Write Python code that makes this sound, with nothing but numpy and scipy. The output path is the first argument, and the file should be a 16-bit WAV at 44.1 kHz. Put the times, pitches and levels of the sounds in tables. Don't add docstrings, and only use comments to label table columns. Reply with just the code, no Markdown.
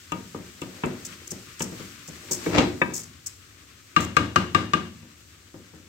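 import sys
import numpy as np
from scipy import signal
from scipy.fft import rfft, irfft
from scipy.io import wavfile

SR = 44100
rng = np.random.default_rng(int(sys.argv[2]) if len(sys.argv) > 2 else 0)


def transcribe(signal):
    frames = np.atleast_2d(signal).T
    limited = np.clip(frames, -1, 1)
    pcm = np.round(limited * 32767).astype(np.int16)
    wavfile.write(sys.argv[1], SR, pcm)


N = 259308
TIME = np.arange(N) / SR
AFTER = TIME[:SR]

HEAVY_DB = -22


def amp(db):
    return 10 ** (np.asarray(db) / 20)


def at_hz(points, hz):
    f, value = np.transpose(points)
    return np.interp(np.log(hz + 1), np.log(f), value)


def colour(x, points):
    size = 4096
    gain = amp(at_hz(points, np.fft.rfftfreq(size, 1 / SR)))
    cepstrum = irfft(np.log(gain))
    cepstrum[1:size // 2] *= 2
    cepstrum[size // 2 + 1:] = 0
    response = irfft(np.exp(rfft(cepstrum)))
    return signal.fftconvolve(x, response[None] / np.linalg.norm(response))[:, :x.shape[1]]


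def soften(x, hz, order):
    return signal.sosfilt(signal.butter(order, min(hz, SR / 3), fs=SR, output="sos"), x)


def spread(x, split_hz):
    side = signal.sosfilt(signal.butter(1, split_hz, "high", fs=SR, output="sos"), x[1])
    return np.array([x[0] + side, x[0] - side]) / np.sqrt(2)


def pan(x, left_db):
    return x * amp(np.array([[1], [-1]]) * left_db / 2)


def unit(x):
    return x / np.sqrt(np.mean(x[..., :SR // 40] ** 2))


def fade(t60):
    return np.exp(-np.log(1000) * AFTER / t60)


def ring(modes, port_hz):
    scatter_db = 1.5
    out = np.zeros((2, SR))
    for hz, db, t60 in modes:
        size, detune, place = rng.standard_normal(3)
        t = AFTER[AFTER < t60]
        phase = 2 * np.pi * hz * (1 + 0.0053 * detune) * t
        offset = np.array([[-1], [1]]) * (1 + 0.52 * place) * min(hz / port_hz, 1)
        gain = rng.choice([-1, 1]) * amp(db + scatter_db * size)
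        decay = np.exp(-np.log(1000) * t / t60)
        out[:, :len(t)] += gain * decay * np.sin(phase + offset)
    return unit(out)


def burst(points, t60, split_hz):
    noise = spread(rng.standard_normal((2, SR)), split_hz)
    return colour(noise * fade(t60), points)


def grains(rate, scatter_db):
    present = rng.random((2, N)) < rate / SR
    sign = rng.choice([-1, 1], (2, N))
    size = amp(scatter_db * np.minimum(rng.exponential(size=(2, N)), 5))
    x = present * sign * size
    return x / x.std()


def walk(rate):
    return np.interp(TIME * rate, np.arange(N), rng.standard_normal(N))


def add(out, s, x):
    i = max(int(s * SR), 0)
    out[:, i:i + x.shape[1]] += x[:, :N - i]


def hum():
    # (dB per Hz, relative)
    hum_spectrum = [(20, -51), (45, -15), (72, 3.5), (102, 7), (135, -8), (220, -12), (310, -7.5),
                    (430, -19.5), (800, -25), (1300, -41.5), (4000, -52.5)]
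    noise = spread(rng.standard_normal((2, N)), split_hz=770)
    return pan(colour(noise, hum_spectrum), left_db=6.0) * amp(-52.5)


def kitchen(x, wet_db):
    # hz, level_db (relative)
    room_colour = [(60, -15.5), (160, -5), (350, -0.5), (700, 1), (1200, -3), (2000, -5), (4000, -0.5),
                   (7000, -9), (12000, -2)]
    # hz, t60_s
    room_t60 = [(100, 1), (500, 0.28), (3000, 0.35), (7000, 0.41), (14000, 0.18)]
    noise = rfft(spread(rng.standard_normal((2, SR)), split_hz=800))
    octave = np.log2(np.clip(np.fft.rfftfreq(SR, 1 / SR), 2 ** 6, 2 ** 14))
    tail = np.zeros((2, SR))
    for k in range(6, 15):
        band = irfft(noise * np.maximum(1 - abs(octave - k), 0), SR)
        tail += band * fade(at_hz(room_t60, 2. ** k))
    onset = 1 - np.exp(-(AFTER / 0.0013) ** 2)
    tail = colour(tail * onset, room_colour)
    tail /= np.sqrt(np.sum(tail ** 2) / 2)
    heard = 0.7 * x + 0.24 * x[::-1]
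    return amp(wet_db) * signal.fftconvolve(heard, tail, axes=1)[:, :N]


def heat():
    # time_s, level_db
    simmer = [(0, -52), (2.8, -51.5), (3.2, -55.5), (5.88, -57)]
    # peak_s, rise_db
    turns = [(1.08, 3), (1.79, 5), (2.47, 10)]
    swell_s, settle_s = 0.21, 0.15
    time_s, level_db = np.transpose(simmer)
    sizzle_db = np.interp(TIME, time_s, level_db)
    for s, rise_db in turns:
        away = np.maximum((s - TIME) / swell_s, (TIME - s) / settle_s)
        sizzle_db = sizzle_db + rise_db * np.exp(-away)
    return sizzle_db


def frying():
    # (dB per Hz, relative)
    sizzle_spectrum = [(500, -34), (1500, -13.5), (2800, -4), (4500, -0.5), (7000, 1), (8400, -0.5),
                       (9600, -15.5), (12500, -8), (16000, -10)]
    rustle_spectrum = [(300, 4), (850, -22.5), (1050, -2.5), (1230, 1.5), (1450, 0.5), (2600, 0.5),
                       (4000, -4), (8000, -13), (16000, -23)]
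    rustle_db = 0.5
    sizzle_db = heat()
    bubbles = spread(grains(rate=17000, scatter_db=3.0), split_hz=1600)
    sizzle = colour(bubbles, sizzle_spectrum) * amp(sizzle_db + 0.9 * walk(28))
    food = spread(grains(rate=5000, scatter_db=-1.5), split_hz=960)
    rustle = colour(food, rustle_spectrum) * amp(sizzle_db + rustle_db + 2 * walk(27.36))
    return pan(sizzle, left_db=1.5) + pan(rustle, left_db=6.0)


def gate(length):
    attack_s, release_s = 0.00065, 0.00093
    attack = 1 - np.exp(-AFTER[None] / attack_s)
    return attack * np.exp(-np.maximum(AFTER - length, 0) / release_s)


def spits():
    # start_s, flash_s, level_db, sputter_s (0 = none)
    spit_events = [(0.118, 0.0039, -38.5, 0.0038), (0.615, 0.0039, -38.5, 0), (0.858, 0.0046, -40, 0),
                   (1.049, 0.018, -35.5, 0.0049), (1.273, 0.0062, -37.5, 0.0017),
                   (1.306, 0.014, -30.5, 0.0048), (1.593, 0.03, -38.5, 0.011),
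                   (1.619, 0.0058, -25.5, 0.023), (2.076, .016, -40, 0), (2.31, 0.027, -26.5, .033),
                   (2.936, 0.046, -31.5, 0.038), (3.033, 0.0098, -40, 0), (3.2607, .013, -30, 0.0083),
                   (4.004, 0.0068, -31, .04)]
    # (dB per Hz, relative)
    spit_spectrum = [(1000, -21.5), (4000, -18), (5100, -0.5), (6800, 4.5), (8000, 2.5), (9100, -8.5),
                     (10200, -13), (12500, -11.5), (16000, -12)]
    sputter_db = -8.5
    flash, sputter = np.zeros((2, 1, N))
    for s, length, db, sputter_s in spit_events:
        add(flash, s, amp(db) * gate(length))
        if sputter_s > 0:
            add(sputter, s + length, amp(db + sputter_db) * gate(sputter_s))
    steam = flash + sputter * amp(3 * walk(120))
    crackle = spread(grains(rate=7800, scatter_db=1), split_hz=3000) * amp(2.6 * walk(450))
    return pan(colour(crackle * steam, spit_spectrum), left_db=4.0)


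def pressure():
    # hardest_push_s, length_s, level_db
    strokes = [(0.87, 1.2, -45.5), (1.772, 0.7, -50), (2.417, 0.72, -39), (2.461, .02, -31),
               (2.579, 0.22, -14), (2.925, .25, -38.5)]
    swell_share = 0.44
    stroke_range_db = 21
    rub_db = -65.5
    drag_db = np.full(N, rub_db)
    for s, length, db in strokes:
        away = np.maximum((s - TIME) / swell_share, (TIME - s) / (1 - swell_share)) / length
        drag_db = np.maximum(drag_db, db - stroke_range_db * away)
    return drag_db


def scrape():
    # mode_hz, level_db (relative), t60_s
    bottom_modes = [(143, -17, 0.21), (184, -30, 0.096), (260.9, 2, 0.39), (298, 4.5, 0.11),
                    (345.6, 4.5, 0.2), (554, -12, 0.14), (686, -4, .22), (778, 0, 0.095), (834, -17, 0.15)]
    # (dB per Hz, relative)
    scrape_spectrum = [(30, -39), (80, 1.5), (170, -2), (320, -1.5), (480, -1.5), (800, -8.5),
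                       (1300, -15.5), (1900, -15.5), (2500, -13.5), (3100, -25), (4000, -21.5), (7500, -30),
                       (10000, -54), (16000, -65)]
    slips = spread(grains(rate=1100, scatter_db=2.5), split_hz=850)
    slips = slips * amp(pressure() + 2 * walk(110))
    bottom = ring(bottom_modes, port_hz=4000)
    judder = signal.fftconvolve(slips, bottom / np.linalg.norm(bottom[0]), axes=1)[:, :N]
    rasp = colour(slips, scrape_spectrum)
    return pan(amp(-2) * rasp + amp(-2.0) * judder, left_db=5.0)


def thud(db, rise_s):
    # mode_hz, level_db (relative), t60_s
    thud_modes = [(160.85, 3, 0.35), (183.4, -10, 0.066), (190.2, -11, 0.44), (236.7, -16, 1),
                  (257, -19, 0.41), (312.7, -8.5, 0.39), (351, -4, 0.2), (379.5, -7, 0.16),
                  (453, -18, 0.14)]
    hob_modes = [(64, -11, 0.7), (83.4, -2.5, 0.81), (107.4, 0, 0.85), (115.3, -8.5, 0.22)]
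    # (dB per Hz, relative)
    rattle_spectrum = [(30, -9), (70, -12), (130, 0.5), (220, 3.5), (350, -2), (480, -6), (900, -18.5),
                       (2000, -22.5), (6000, -65)]
    bounce = ring(thud_modes, port_hz=4940)
    rattle = unit(burst(rattle_spectrum, t60=0.4, split_hz=1000))
    boom = ring(hob_modes, port_hz=4940) * amp(np.clip(2 * (db - HEAVY_DB), -7, 0))
    body = amp(-2.0) * bounce + amp(-4) * rattle + amp(-10.0) * boom
    return amp(db) * pan(body * (1 - np.exp(-AFTER / rise_s)), left_db=5.0)


def knocks():
    # start_s, strength_db, contact_brightness_hz, ring_freedom (0-1)
    knock_events = [(0.1204, -32, 2980, 1), (0.346, -34.5, 1130, 0.2), (0.6179, -34, 3900, .28),
                    (.836, -27, 1920, 0.04), (1.315, -39, 2060, .03), (1.6044, -31.5, 3600, 0.13),
                    (1.719, -39, 900, .05), (1.799, -39, 910, .05), (2.084, -42, 694, 0.02),
                    (2.309, -34, 740, 0), (2.463, -26.5, 640, 0.13), (2.5823, -22, 4760, 0.4),
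                    (2.8153, -27, 1920, 0.66), (5.028, -51.5, 800, 0.18), (5.542, -42, 750, 0.07),
                    (5.734, -48, 710, .05)]
    # (dB per Hz, relative)
    clack_spectrum = [(50, -8.5), (150, -10.5), (400, 8), (650, -8), (950, -1.5), (1500, -11), (1950, -16),
                      (2700, -2.5), (3400, -8.5), (4400, -16.5), (7500, -7), (10000, -19), (16000, -25)]
    # mode_hz, level_db (relative), t60_s
    pot_modes = [(939, -10.5, 0.22), (1220, 1.5, 0.088), (1500, -28, 0.11), (2270, -17, .2),
                 (2734, -3, 0.061), (3420, -3, 0.044)]
    heavy_clack_db = 4
    clack_slope = 0.6
    out = np.zeros((2, N))
    for s, db, bright_hz, free in knock_events:
        clack = burst(clack_spectrum, t60=0.082, split_hz=590)
        clack = pan(unit(soften(clack, bright_hz, order=3)), left_db=2.5)
        note = ring(pot_modes, port_hz=1930)
        note = pan(unit(soften(note, bright_hz, order=3)), left_db=11.0)
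        clack_db = heavy_clack_db + clack_slope * (db - HEAVY_DB)
        add(out, s, thud(db, rise_s=0.0008) + amp(db) * (amp(clack_db) * clack + free * note))
    return out


def clanks():
    # start_s, level_db
    clank_events = [(0.8366, -37), (1.6057, -37), (2.462, -35.5), (2.8168, -18)]
    # mode_hz, level_db (relative), t60_s
    wall_modes = [(982, -5, 0.13), (1100, 4.5, 0.016), (1204, -14, 0.018), (1583, -0.5, 0.095),
                  (1721, 9, 0.034), (1887, 7, 0.037), (2290, 6, 0.067), (2590, -3, 0.066),
                  (3620, -5, 0.034)]
    out = np.zeros((2, N))
    for s, db in clank_events:
        wall = ring(wall_modes, port_hz=2020) * (1 - np.exp(-AFTER / 0.00086))
        add(out, s, amp(db) * pan(wall, left_db=5.5))
    return out


def taps():
    # start_s, strength_db, click_db (relative to the strength)
    tap_events = [(3.9633, -14, -11.5), (4.1669, -15.5, -6), (4.3595, -15.5, -6.5), (4.5474, -15, -10.5),
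                  (4.7347, -17.5, -10.5)]
    # mode_hz, level_db (relative), t60_s
    air_modes = [(1213.6, -0.5, 0.043), (1153, -1, 0.035), (1585, -8.5, 0.06), (1840, -10, 0.033),
                 (2486, -18, 0.044), (2802, -16, 0.068), (3746, -9.5, 0.016)]
    rim_modes = [(1162, -5, 0.14), (1260, 8, 0.093), (1420, -14, 0.17), (1575, 2, 0.21), (1900, -19, 0.19),
                 (2260, -20.5, 0.21), (2470, -3.5, 0.15), (2810, 0, 0.43), (2950, -14, 0.25),
                 (4000, -15, 0.26), (6200, -23, 0.86)]
    # (dB per Hz, relative)
    click_spectrum = [(300, -12.5), (750, 4.5), (1100, 5.5), (1600, 6.5), (3000, 1.5), (5000, -6.5),
                      (7800, -10), (9700, -25), (12000, -24.5), (16000, -33)]
    rim_db, thud_db = -14, -7
    out = np.zeros((2, N))
    air = pan(ring(air_modes, port_hz=1310) * (1 - np.exp(-AFTER / 0.0027)), left_db=6.5)
    rim = ring(rim_modes, port_hz=2040)
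    for s, db, click_db in tap_events:
        crowd = unit(burst(click_spectrum, t60=0.44, split_hz=480))
        steel = pan(amp(-3) * rim + amp(-2.0) * crowd, left_db=3.5)
        click = pan(unit(burst(click_spectrum, t60=0.029, split_hz=410)), left_db=6.0)
        strike = amp(db) * (air + amp(rim_db) * steel + amp(click_db) * click)
        add(out, s, strike + thud(db + thud_db, rise_s=0.0023))
    return out


def scene():
    spoon = knocks() + clanks() + taps() + scrape()
    steam = spits()
    reflections = kitchen(spoon + amp(1.5) * steam, wet_db=-7)
    return spoon + steam + reflections + frying() + hum()


def record(dry):
    # hz, left_minus_right_db
    port_balance = [(150, -2), (380, -2), (700, -2.5), (1300, 4), (4400, -1.5), (8200, 3), (9500, -3),
                    (11500, -8), (16000, -2.5)]
    top_hz = 15800
    balance_db = at_hz(port_balance, np.fft.rfftfreq(N, 1 / SR))
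    ports = irfft(pan(rfft(dry), balance_db), N)
    lean = signal.sosfilt(signal.butter(3, 52, "high", fs=SR, output="sos"), ports)
    rounded = 1.15 * np.tanh(lean / 1.15)
    return signal.sosfilt(signal.ellip(10, .2, 80, top_hz, fs=SR, output="sos"), rounded)


dry = scene()
out = record(dry)
transcribe(out)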